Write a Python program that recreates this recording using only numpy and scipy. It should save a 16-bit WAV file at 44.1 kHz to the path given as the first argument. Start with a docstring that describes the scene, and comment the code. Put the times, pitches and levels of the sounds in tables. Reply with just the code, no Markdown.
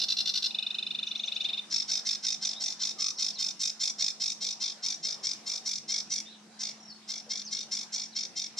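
"""A sedge warbler in a willow, on a stereo microphone, over low wind, rustling leaves and a faint hum.
It opens with six harsh triple rasps and at 0.5 s runs into a fast trill. From 1 s other birds tick
and whistle farther off; from 1.7 s to the end the warbler rattles out a long row of churrs.
Each of its notes is a short stack of harmonics from the syrinx, clean or rough, coloured by throat
and beak and scattered by the foliage on its way to the microphone."""
import sys
import numpy as np
from scipy import signal
from scipy.fft import rfft, irfft, next_fast_len
from scipy.io import wavfile
from scipy.ndimage import uniform_filter1d, map_coordinates

SR = 44100
rng = np.random.default_rng(int(sys.argv[2]) if len(sys.argv) > 2 else 0)


def materialize(psi):
    """Save the field psi as 16-bit PCM at rate SR to the path in sys.argv[1].

    A 1-D psi becomes a single channel; in a 2-D psi each row is a channel.
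    """
    bounded = np.clip(np.atleast_2d(psi).T, -1, 1)
    quanta = np.round(bounded * 32767).astype(np.int16)
    wavfile.write(sys.argv[1], SR, quanta)


N = 378819

# throat and beak resonances for each kind of note: frequency_hz, gain_db
RASP_THROAT = [(300, -84), (900, -68), (1500, -28), (2100, -21.5), (2550, -21), (2850, -10.5), (3150, -19),
               (3580, 4), (3810, -3.5), (4150, 2.5), (4700, -4.5), (5250, -1.5), (5900, -6.5), (6500, -22),
               (7400, -25), (9500, -42), (12700, -39.5), (14500, -59)]
TRILL_THROAT = [(300, -90), (1000, -55), (1400, -28), (2000, -26), (2550, -15), (2720, -14.5), (2880, 0),
                (3150, -12), (3400, -6), (3650, 2), (3830, -4), (3980, 0), (4400, -14), (4800, -22),
                (5250, -15.5), (6000, -32), (7500, -39), (14000, -58)]
SNARL_THROAT = [(300, -74), (1100, -28), (1600, -11.5), (2200, -16), (2800, -16.5), (3250, -10.5),
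                (3550, -5.5), (3900, 0), (4250, -2.5), (4600, 5), (5350, 6.5), (5850, 8), (6400, -14),
                (6900, -8), (7450, -12.5), (8400, -25), (10000, -38.5), (14500, -36)]
BEAT_THROAT = [(300, -89), (1200, -38.5), (2250, -13.5), (2520, -21.5), (3000, -26.5), (3350, -9),
               (3680, -2.5), (3950, -16), (4230, -1), (4480, -7.5), (4850, -4), (5350, 7.5), (5800, 1.5),
               (6400, -12.5), (7200, -17), (7800, -26), (8600, -34.5), (14000, -51.5)]
# treble lift from the open beak: frequency_hz, share_of_lift
GAPE = [(5500, 0.27), (7000, 0.71)]
# the throat's lower resonance: frequency_hz, share_of_lift
LOWER_RESONANCE = [(2900, 0), (3500, 1), (4200, .7), (4800, 0)]

# the opening rasps: start_s
RASP_STARTS = [-.002, .083, .167, .255, .337, .423]
# the three bursts of a rasp: delay_s, length_s, gain_db
RASP_BURSTS = [(0, .012, -2), (.0155, .0165, .7), (.034, .0165, .4)]

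# spectra of the low wind and of the leaves' rush: frequency_hz, relative_density_db
WIND_SPECTRUM = [(25, -54), (50, -24), (100, -13.5), (135, -6), (165, 3), (220, 3), (260, -3), (350, 0.5),
                 (480, -21.5), (900, -46)]
LEAF_SPECTRUM = [(80, -68), (240, -52), (400, -5.5), (600, -5.5), (740, -1), (900, -5), (1300, -7.5),
                 (2600, -10), (3500, -8.5), (5700, -7), (8700, -18.5), (11900, -28.5), (15000, -65)]
# how alike that noise is on left and right: frequency_hz, correlation
STEREO_LIKENESS = [(60, 0.83), (180, 0.78), (540, 0.57), (1630, 0.45), (4900, 0.12), (14700, -0.56)]
# the breeze in the leaves: time_s, relative_level_db
BREEZE = [(0, -63), (.7, -64), (1.55, -63), (2.1, -61.5), (2.7, -63.5), (4.9, -63.5), (5.35, -60.5),
          (5.8, -64), (7, -64.5), (8.5, -63.5)]
# the faint hum: time_s, level_db
HUM_LEVEL = [(0, -60), (3, -61), (5, -63.5), (6.4, -56.5), (8.5, -60)]

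# force of the trill: time_s, relative_level_db
TRILL_FORCE = [(.51, -37.5), (.55, -30.5), (.59, -30.5), (.63, -31.5), (.92, -33), (1.22, -32.5),
               (1.42, -31), (1.54, -32), (1.58, -33.5)]
# its flicks sink a little: time_s, crest_pitch_hz
FLICK_PITCH = [(.55, 1215), (.75, 1232), (1.05, 1208), (1.2, 1175), (1.35, 1205), (1.58, 1190)]
# and swell ever more slowly: time_s, attack_s
FLICK_ATTACK = [(.55, .004), (.95, .005), (1.2, .008), (1.58, .008)]
TRILL_START_S, TRILL_PERIOD_S, TRILL_SLOWING_S = .5085, .03935, .000136
FLICK_CLIMB_HZ_PER_S, FLICK_RELEASE_S, FLICK_TAPER_DB_PER_S = 22500, .0165, 550
# each flick has a second stroke, which reaches full strength late in the trill
STROKE_DELAY_S, STROKE_FULL_S, STROKE_DB, STROKE_GROWTH_DB_PER_S = .0075, 1.404, -3, 187
LAST_STROKE_DELAY_S, LAST_STROKE_DB = .012, 3.5

# other birds' ticks: start_s, start_hz, relative_level_db
TICKS = [(1.062, 6350, -49), (1.083, 6180, -45.5), (1.152, 6300, -51), (1.174, 6330, -48),
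         (1.348, 6400, -47), (1.411, 6440, -50), (1.436, 6330, -49)]
# their slurred whistles: start_s, length_s, start_hz, end_hz, share_of_slide_at_halfway,
# pitch_shake_share, relative_level_db
SLURS = [(1.193, 0.089, 6500, 6440, 1.5, .012, -59), (1.252, 0.026, 6330, 5540, 0.47, 0.057, -45),
         (1.33, 0.025, 4050, 4350, 1.3, .016, -52), (2.539, 0.069, 3180, 3740, 1.05, 0.022, -44),
         (3.156, 0.052, 4370, 5840, 0.91, 0.035, -43), (3.179, 0.012, 4530, 3920, 0.57, .03, -41),
         (3.329, .028, 4180, 5940, .5, 0.032, -44.5), (3.351, 0.03, 4350, 3470, 0.21, 0.025, -44.5),
         (6.248, 0.06, 3334, 3620, 1.27, 0.022, -49), (6.28, 0.06, 3950, 3950, -1.5, 0.048, -55),
         (6.308, 0.06, 3680, 3620, -0.47, 0.063, -56.5), (6.88, 0.053, 5500, 4360, 0.81, 0.014, -49.5),
         (6.95, 0.025, 4430, 4390, 1, .012, -56), (7.442, 0.054, 6370, 4100, 0.4, 0.05, -42.5),
         (8.114, 0.034, 4900, 3870, 0.7, 0.029, -52.5)]

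# the churrs: first_beat_s, beat_count, beat_period_s, first_beat_relative_db, loss_per_beat_db,
# snarl_relative_db, lower_resonance_lift_db, open_beak_lift_db
CHURRS = [(1.7443, 5, 0.02, -26.0, 1.26, -31.5, 2.5, 1), (1.9187, 5, 0.019, -26.5, 1.5, -32.5, 1.5, 5),
          (2.0921, 4, 0.02, -27.5, 1.4, -30.5, 2, 5), (2.2686, 5, 0.019, -28, 0.8, -32, 3, 6),
          (2.4537, 5, 0.02, -28, 1.6, -32.5, 2, 6.5), (2.6414, 5, 0.021, -29, 0.8, -32.0, 0, 10),
          (2.836, 5, 0.019, -29.0, 0.9, -31.5, 3, 10), (3.0245, 5, 0.0204, -28, 0.7, -31.5, 0.5, 8.5),
          (3.227, 5, 0.02, -28.5, 1, -31.5, 2.5, 10), (3.425, 5, 0.021, -29.5, 1.05, -31.0, 0.5, 10.5),
          (3.636, 4, 0.021, -29, 0.45, -31, 1, 14), (3.8374, 4, 0.021, -28, 0.9, -31, 1.5, 13),
          (4.025, 5, 0.02, -27, 0.86, -30.0, 0.5, 10.5), (4.2417, 5, 0.02, -29, 0.7, -31.0, 1.5, 11),
          (4.4482, 5, 0.0205, -30.5, 0.9, -33, 3, 8.5), (4.6416, 5, 0.02, -30, 2, -32.5, 3, 8),
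          (4.8661, 5, 0.02, -30.5, 1, -33, 0, 8), (5.07, 5, 0.019, -31, 1.4, -32.5, -0.5, 7),
          (5.2718, 4, 0.021, -29.5, 1.5, -32.5, -1, 10), (5.499, 5, 0.02, -32.5, 0.64, -34.5, -0.5, 13),
          (5.6929, 5, 0.022, -31.5, 0.65, -31.5, -1.5, 11.5),
          (5.9222, 5, 0.0206, -30, 0.34, -30.5, -0.5, 7.5), (6.14, 4, 0.021, -31.5, 0.5, -31.5, -3, 12.0),
          (6.635, 5, 0.019, -33, 1.5, -34.5, -1, 7), (7.12, 5, 0.0201, -35.5, 0.9, -35, 2.0, 10),
          (7.3364, 5, 0.0207, -34.5, 0.75, -33, 2, 9), (7.5502, 5, 0.02, -34.5, 0.7, -34, 4, 11),
          (7.7519, 5, 0.02, -33, 0.8, -32.5, -2, 11), (7.963, 6, 0.019, -32.5, 1.23, -33.5, -1, 10.5),
          (8.1914, 4, 0.021, -33.0, 0.5, -32.5, -1, 5), (8.3987, 4, 0.022, -33, 1.0, -34.0, 2.5, 10.5),
          (8.61, 4, 0.0205, -33.0, 0.0, -32.5, 2, 16)]
# their opening snarls start hoarse and clear up: time_s, turbulence_ratio
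SNARL_TURBULENCE = [(1.7, 1.1), (3.3, .8), (4.6, .55), (8.5, .55)]
# their beats sink as the song goes on: time_s, pitch_hz
BEAT_PITCH = [(1.7, 1268), (4.3, 1239), (6, 1177), (8.5, 1181)]
SNARL_LEAD_S, SNARL_S = .046, .0395
BEAT_S, BEAT_FALL_SHARE, LAST_BEAT_DB, CHURR_FLUTTER_DB = .01963, .22, -3, 2

# hoarse calls far away: start_s, length_s, centre_hz, width_hz, relative_level_db
FAR_CALLS = [(2.949, 0.23, 1217, 128.5, -58), (7.256, 0.044, 538, 91, -56.5)]

# reflection off the swaying branches: time_s, peak_spacing_hz, reflected_share
BRANCH_ECHO = [(0, 514, 0.34), (1.6, 516.7, 0.25), (2.6, 510.7, 0.35), (4, 525, 0.1), (6, 552, 0.3),
               (8.5, 536, 0.32)]
# small leaves scatter the treble most: frequency_hz, gain_db
SCATTERING = [(2500, 7.5), (3600, 2), (5000, 3.5), (7000, 7), (9000, 14)]
# decay of the tails from leaves and from twigs: frequency_hz, t60_s
LEAF_DECAY = [(1000, 0.13), (4000, 0.33), (12000, 0.28)]
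TWIG_DECAY = [(1000, 0.15), (12000, 0.083)]
# the warbler's place in the stereo picture: time_s, left_minus_right_db
SONG_PAN = [(0, 0), (.7, 0), (1.25, 3), (1.75, 0), (2.5, -0.7), (4, 0.1), (8.5, 0.5)]


def amp(db):
    """Decibels to amplitude."""
    return 10 ** (np.asarray(db) / 20)


def unit(x):
    """Scale to rms 1."""
    return x / np.sqrt(np.mean(x ** 2) + 1e-20)


def along(points, hz):
    """Read (frequency_hz, value) points on a log axis."""
    f, v = np.transpose(points)
    return np.interp(np.log(hz + 1), np.log(f + 1), v)


def at_time(points, s):
    """Read (time_s, value) points at time s."""
    return np.interp(s, *np.transpose(points))


def curves(rows):
    """One value per sample for each column after the time."""
    s, *cols = np.transpose(rows)
    return [np.interp(np.arange(N) / SR, s, c) for c in cols]


def wobble(rate, size=N):
    """A smooth random curve, rate knots a second."""
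    knots = rng.standard_normal(int(size * rate / SR) + 4)
    return map_coordinates(knots, [np.arange(size) * rate / SR])


def vary(share):
    """A random factor near 1."""
    return 1 + share * rng.standard_normal()


def filtered(x, response):
    """Filter x by a complex function of frequency."""
    m = next_fast_len(N + SR // 2)
    return irfft(rfft(x, m) * response(np.fft.rfftfreq(m, 1 / SR)), m)[..., :N]


def add(track, s, sound):
    """Mix a sound into the track from time s."""
    at = round(s * SR) + np.arange(len(sound))
    inside = (at >= 0) & (at < N)
    track[at[inside]] += sound[inside]


def glide(length, start, middle, end):
    """A smooth arc through three values."""
    u = np.linspace(0, 1, round(length * SR))
    return np.polyval(np.polyfit([0, .5, 1], [start, middle, end], 2), u)


def swell(size, crest, steep):
    """Air pressure over one note: up to 1 at the share crest of its length, then down."""
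    u = np.interp(np.linspace(0, 1, size), [0, np.clip(crest, .05, .95), 1], [0, .5, 1])
    return np.abs(np.sin(np.pi * u)) ** steep


def ringing(gain_db):
    """The causal response with these gains: its resonances ring on after the drive."""
    cepstrum = irfft(np.log(amp(gain_db)))
    half = len(cepstrum) // 2
    return np.exp(rfft(cepstrum * np.r_[1, np.full(half - 1, 2), 1, np.zeros(half - 1)]))


def syrinx(pitch, pressure, throat, jitter, jitter_rate, doubling, rough, gape_db=0):
    """One note: harmonics with unsteady cycles and turbulence, through throat and beak."""
    size = len(pitch)
    unsteady_hz = pitch * (1 + jitter * wobble(jitter_rate, size))
    phase = 2 * np.pi * np.cumsum(unsteady_hz) / SR + rng.uniform(0, 4 * np.pi)
    buzz = unit(sum(np.cos(k * phase + k * k) for k in range(1, 12)))
    # alternate strong and weak cycles put lines halfway between the harmonics
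    source = buzz * (1 + doubling * np.cos(phase / 2)) + rough * rng.standard_normal(size)
    m = 2 * next_fast_len(size)
    hz = np.fft.rfftfreq(m, 1 / SR)
    tract = ringing(along(throat, hz) + gape_db * along(GAPE, hz))
    note = irfft(rfft(source * pressure, m) * tract, m)
    return unit(note) * np.sqrt(size / m)


def rasps(db=-26.5):
    """The warbler opens with three separate, crackling bursts to a note."""
    out = np.zeros(N)
    crackling = dict(jitter=.09, jitter_rate=1800, doubling=.6, rough=.7)
    for s in RASP_STARTS:
        for delay, length, burst_db in RASP_BURSTS:
            pitch = glide(length, 1312, 1420, 1460)
            pressure = swell(len(pitch), crest=.4, steep=.7)
            add(out, s + delay, amp(db + burst_db) * syrinx(pitch, pressure, RASP_THROAT, **crackling))
    return out


def rush(spectrum, flicker_db=2.5):
    """A soft stereo rush of rms 1, given a faint, watery digital flicker."""
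    z = signal.stft(rng.standard_normal((2, N)), nperseg=512)[2]
    flicker = uniform_filter1d(rng.standard_normal(z.shape[1:]), size=5, axis=0)
    flicker = uniform_filter1d(flicker, size=16, axis=1)
    pair = signal.istft(z * amp(flicker_db * unit(flicker)), nperseg=512)[1][:, :N]

    def mid_and_side(hz):
        angle = np.arccos(np.clip(along(STEREO_LIKENESS, hz), -1, 1)) / 2
        return amp(along(spectrum, hz)) * [np.cos(angle), np.sin(angle)]

    mid, side = filtered(pair, mid_and_side)
    return unit(np.array([mid + side, mid - side]))


def wind():
    """Low wind rumbles under the song."""
    return amp(-63 + 1.1 * wobble(2.7)) * rush(WIND_SPECTRUM)


def leaves(lift_db=8, flutter_db=.55):
    """The breeze draws a soft rush from the leaves."""
    breeze_db, = curves(BREEZE)
    return amp(breeze_db + lift_db + flutter_db * wobble(5.2)) * rush(LEAF_SPECTRUM)


def hum(pitch_hz=215.3, waver_hz=3.93):
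    """A faint tone in the centre, wavering in pitch and level."""
    level_db, = curves(HUM_LEVEL)
    phase = 2 * np.pi * np.cumsum(pitch_hz + waver_hz * wobble(25)) / SR
    return np.sin(phase) * amp(level_db + .78 * wobble(8.3))


def trill(count=27):
    """Clean upward flicks, strongest as their third harmonic sweeps across the throat's resonance."""
    out = np.zeros(N)
    clean = dict(jitter=.014, jitter_rate=700, doubling=.03, rough=.14)
    for k in range(count):
        s = TRILL_START_S + k * TRILL_PERIOD_S + TRILL_SLOWING_S * k ** 2 / 2
        db = at_time(TRILL_FORCE, s) + .7 * rng.standard_normal()
        attack = at_time(FLICK_ATTACK, s)
        t = np.arange(-attack, FLICK_RELEASE_S, 1 / SR)
        pitch = (at_time(FLICK_PITCH, s) + FLICK_CLIMB_HZ_PER_S * t) * vary(.014)
        pressure = swell(len(t), crest=attack / (attack + FLICK_RELEASE_S), steep=1)
        pressure *= amp(-FLICK_TAPER_DB_PER_S * np.abs(t))
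        add(out, s - attack, amp(db) * syrinx(pitch, pressure, TRILL_THROAT, **clean))
        pitch = glide(.009, 1170, 1200, 1230)
        stroke = syrinx(pitch, swell(len(pitch), crest=.34, steep=1), TRILL_THROAT, **clean)
        delay = STROKE_DELAY_S
        stroke_db = STROKE_DB - STROKE_GROWTH_DB_PER_S * max(STROKE_FULL_S - s, 0)
        if k == count - 1:
            delay, stroke_db = LAST_STROKE_DELAY_S, LAST_STROKE_DB
        add(out, s + delay, amp(db + stroke_db) * stroke)
    return out


def whistle(length, start_hz, end_hz, bend, shake):
    """A thin slide of rms 1; a shaking pitch makes it buzzy."""
    pitch = glide(length, start_hz, start_hz + bend * (end_hz - start_hz), end_hz)
    pitch *= 1 + shake * wobble(1100, len(pitch))
    flutter = amp(3 * wobble(300, len(pitch)))
    tone = np.sin(2 * np.pi * np.cumsum(pitch) / SR)
    return unit(flutter * swell(len(pitch), crest=.74, steep=.59) * tone)


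def ticks(length_s=.014, fall_share=.131):
    """Other birds, farther off, give short, buzzy, falling ticks."""
    out = np.zeros(N)
    for s, hz, db in TICKS:
        add(out, s, amp(db) * whistle(length_s, hz, hz * (1 - fall_share), bend=.51, shake=.056))
    return out


def slurs():
    """Slurred whistles rise and fall at the same distance."""
    out = np.zeros(N)
    for s, length, start_hz, end_hz, bend, shake, db in SLURS:
        add(out, s, amp(db) * whistle(length, start_hz, end_hz, bend, shake))
    return out


def posture(throat, lower_db):
    """The throat as held for one note: its resonances a little shifted, the lower one lifted."""
    hz, db = np.transpose(throat)
    return np.c_[hz * vary(.012), db + lower_db * along(LOWER_RESONANCE, hz)]


def snarl(s, lower_db, gape_db):
    """The voiced opening of a churr: pressure builds while the pitch climbs and levels off."""
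    pitch = glide(SNARL_S, 1005, 1064, 1085) * vary(.009)
    size = len(pitch)
    pressure = swell(size, crest=rng.uniform(.6, .82), steep=1)
    pressure *= amp(np.linspace(-7, 0, size) + CHURR_FLUTTER_DB * wobble(200, size))
    rough = at_time(SNARL_TURBULENCE, s) * rng.uniform(.7, 1.4)
    return syrinx(pitch, pressure, posture(SNARL_THROAT, lower_db),
                  jitter=.017, jitter_rate=1200, doubling=.75, rough=rough, gape_db=gape_db)


def churrs():
    """A snarl breaks into four to six harsh, falling beats, about fifty a second, that lose force."""
    out = np.zeros(N)
    harsh = dict(jitter=.048, jitter_rate=1500, doubling=.7, rough=.68)
    for s, beats, period, db, fade_db, snarl_db, lower_db, gape_db in CHURRS:
        add(out, s - SNARL_LEAD_S, amp(snarl_db) * snarl(s, lower_db, gape_db))
        hz = at_time(BEAT_PITCH, s)
        for k in range(beats):
            pitch = glide(BEAT_S, hz, hz, hz * (1 - BEAT_FALL_SHARE)) * vary(.0239)
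            force_db = .5 * rng.standard_normal() - k * fade_db + LAST_BEAT_DB * (k == beats - 1)
            pressure = swell(len(pitch), crest=rng.uniform(.35, .45), steep=rng.uniform(2.6, 4.2))
            pressure *= amp(CHURR_FLUTTER_DB * wobble(600, len(pitch)))
            beat = syrinx(pitch, pressure, posture(BEAT_THROAT, lower_db), gape_db=gape_db, **harsh)
            add(out, s + k * period - .0085, amp(db + force_db) * beat)  # early, to crest on the beat
    return out


def far_calls():
    """Distance leaves only a narrow, rough band of each call."""
    out = np.zeros(N)
    for s, length, hz, width_hz, db in FAR_CALLS:
        t = np.arange(round(length * SR)) / SR
        band = wobble(2 * width_hz, len(t)) * np.sin(2 * np.pi * hz * t)
        add(out, s, amp(db) * unit(band * swell(len(t), crest=.25, steep=.84)))
    return out


def stutter(start_s=6.8, period_s=.026, count=5, step_hz=70, step_db=1.3):
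    """A bird farther off stutters a high note that sinks and grows louder with every pip."""
    out = np.zeros(N)
    for k in range(count):
        hz = 5840 - k * step_hz
        pip = whistle(.014, hz, hz - 330, bend=.55, shake=.012)
        add(out, start_s + k * period_s, amp(-52.5 + k * step_db) * pip)
    return out


def branch_echo(x):
    """A reflection about 2 ms late combs the song into peaks that drift as the branches sway."""
    spacing_hz, share = curves(BRANCH_ECHO)
    late = map_coordinates(x, [np.arange(N) - SR / spacing_hz])
    return (x + share * late) / np.sqrt(1 + share ** 2)


def foliage(x, decay, count=30):
    """Leaves and twigs throw a diffuse tail to each side; it keeps changing as they sway."""
    out, hop = np.zeros((2, N)), N / (count - 1)
    for k in range(count):
        at = np.arange(max(0, int((k - 1) * hop)), min(N, int((k + 1) * hop)))
        hz, t, z = signal.stft(rng.standard_normal((2, SR // 3)), SR, nperseg=256)
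        tail = signal.istft(z * amp(-60 * t / along(decay, hz)[:, None]), SR, nperseg=256)[1]
        piece = x[at] * np.cos(np.pi / 2 * (at / hop - k))  # crossfade from one tail to the next
        for side, response in zip(out, tail):
            add(side, at[0] / SR, signal.fftconvolve(piece, response / np.linalg.norm(response)))
    return out


def ports(x, lead_samples):
    """The sound reaches the left microphone port a little before the right."""
    return filtered(x, lambda hz: np.exp(1j * np.pi * hz * lead_samples / SR * np.array([[1], [-1]])))


def scene():
    """At the microphone: the warbler near the centre, other birds deeper in the foliage, wind below."""
    song = amp(-1.5) * branch_echo(rasps() + trill() + churrs())
    pan_db, = curves(SONG_PAN)
    direct = ports(song, lead_samples=.76) * amp(np.array([pan_db, -pan_db]) / 2)
    bright = filtered(song, lambda hz: amp(along(SCATTERING, hz)))
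    scatter = amp(-13) * foliage(bright, LEAF_DECAY) + amp(-12.5) * foliage(bright, TWIG_DECAY)
    others = ticks() + stutter() + slurs() + far_calls()
    distant = amp(-1.5) * others + amp(-5) * foliage(others, LEAF_DECAY)
    return direct + scatter + distant + hum() + leaves() + wind()


def record(dry):
    """The camera keeps nothing above its band limit."""
    return filtered(dry, lambda hz: hz < 15200)


dry = scene()
out = record(dry)
materialize(out)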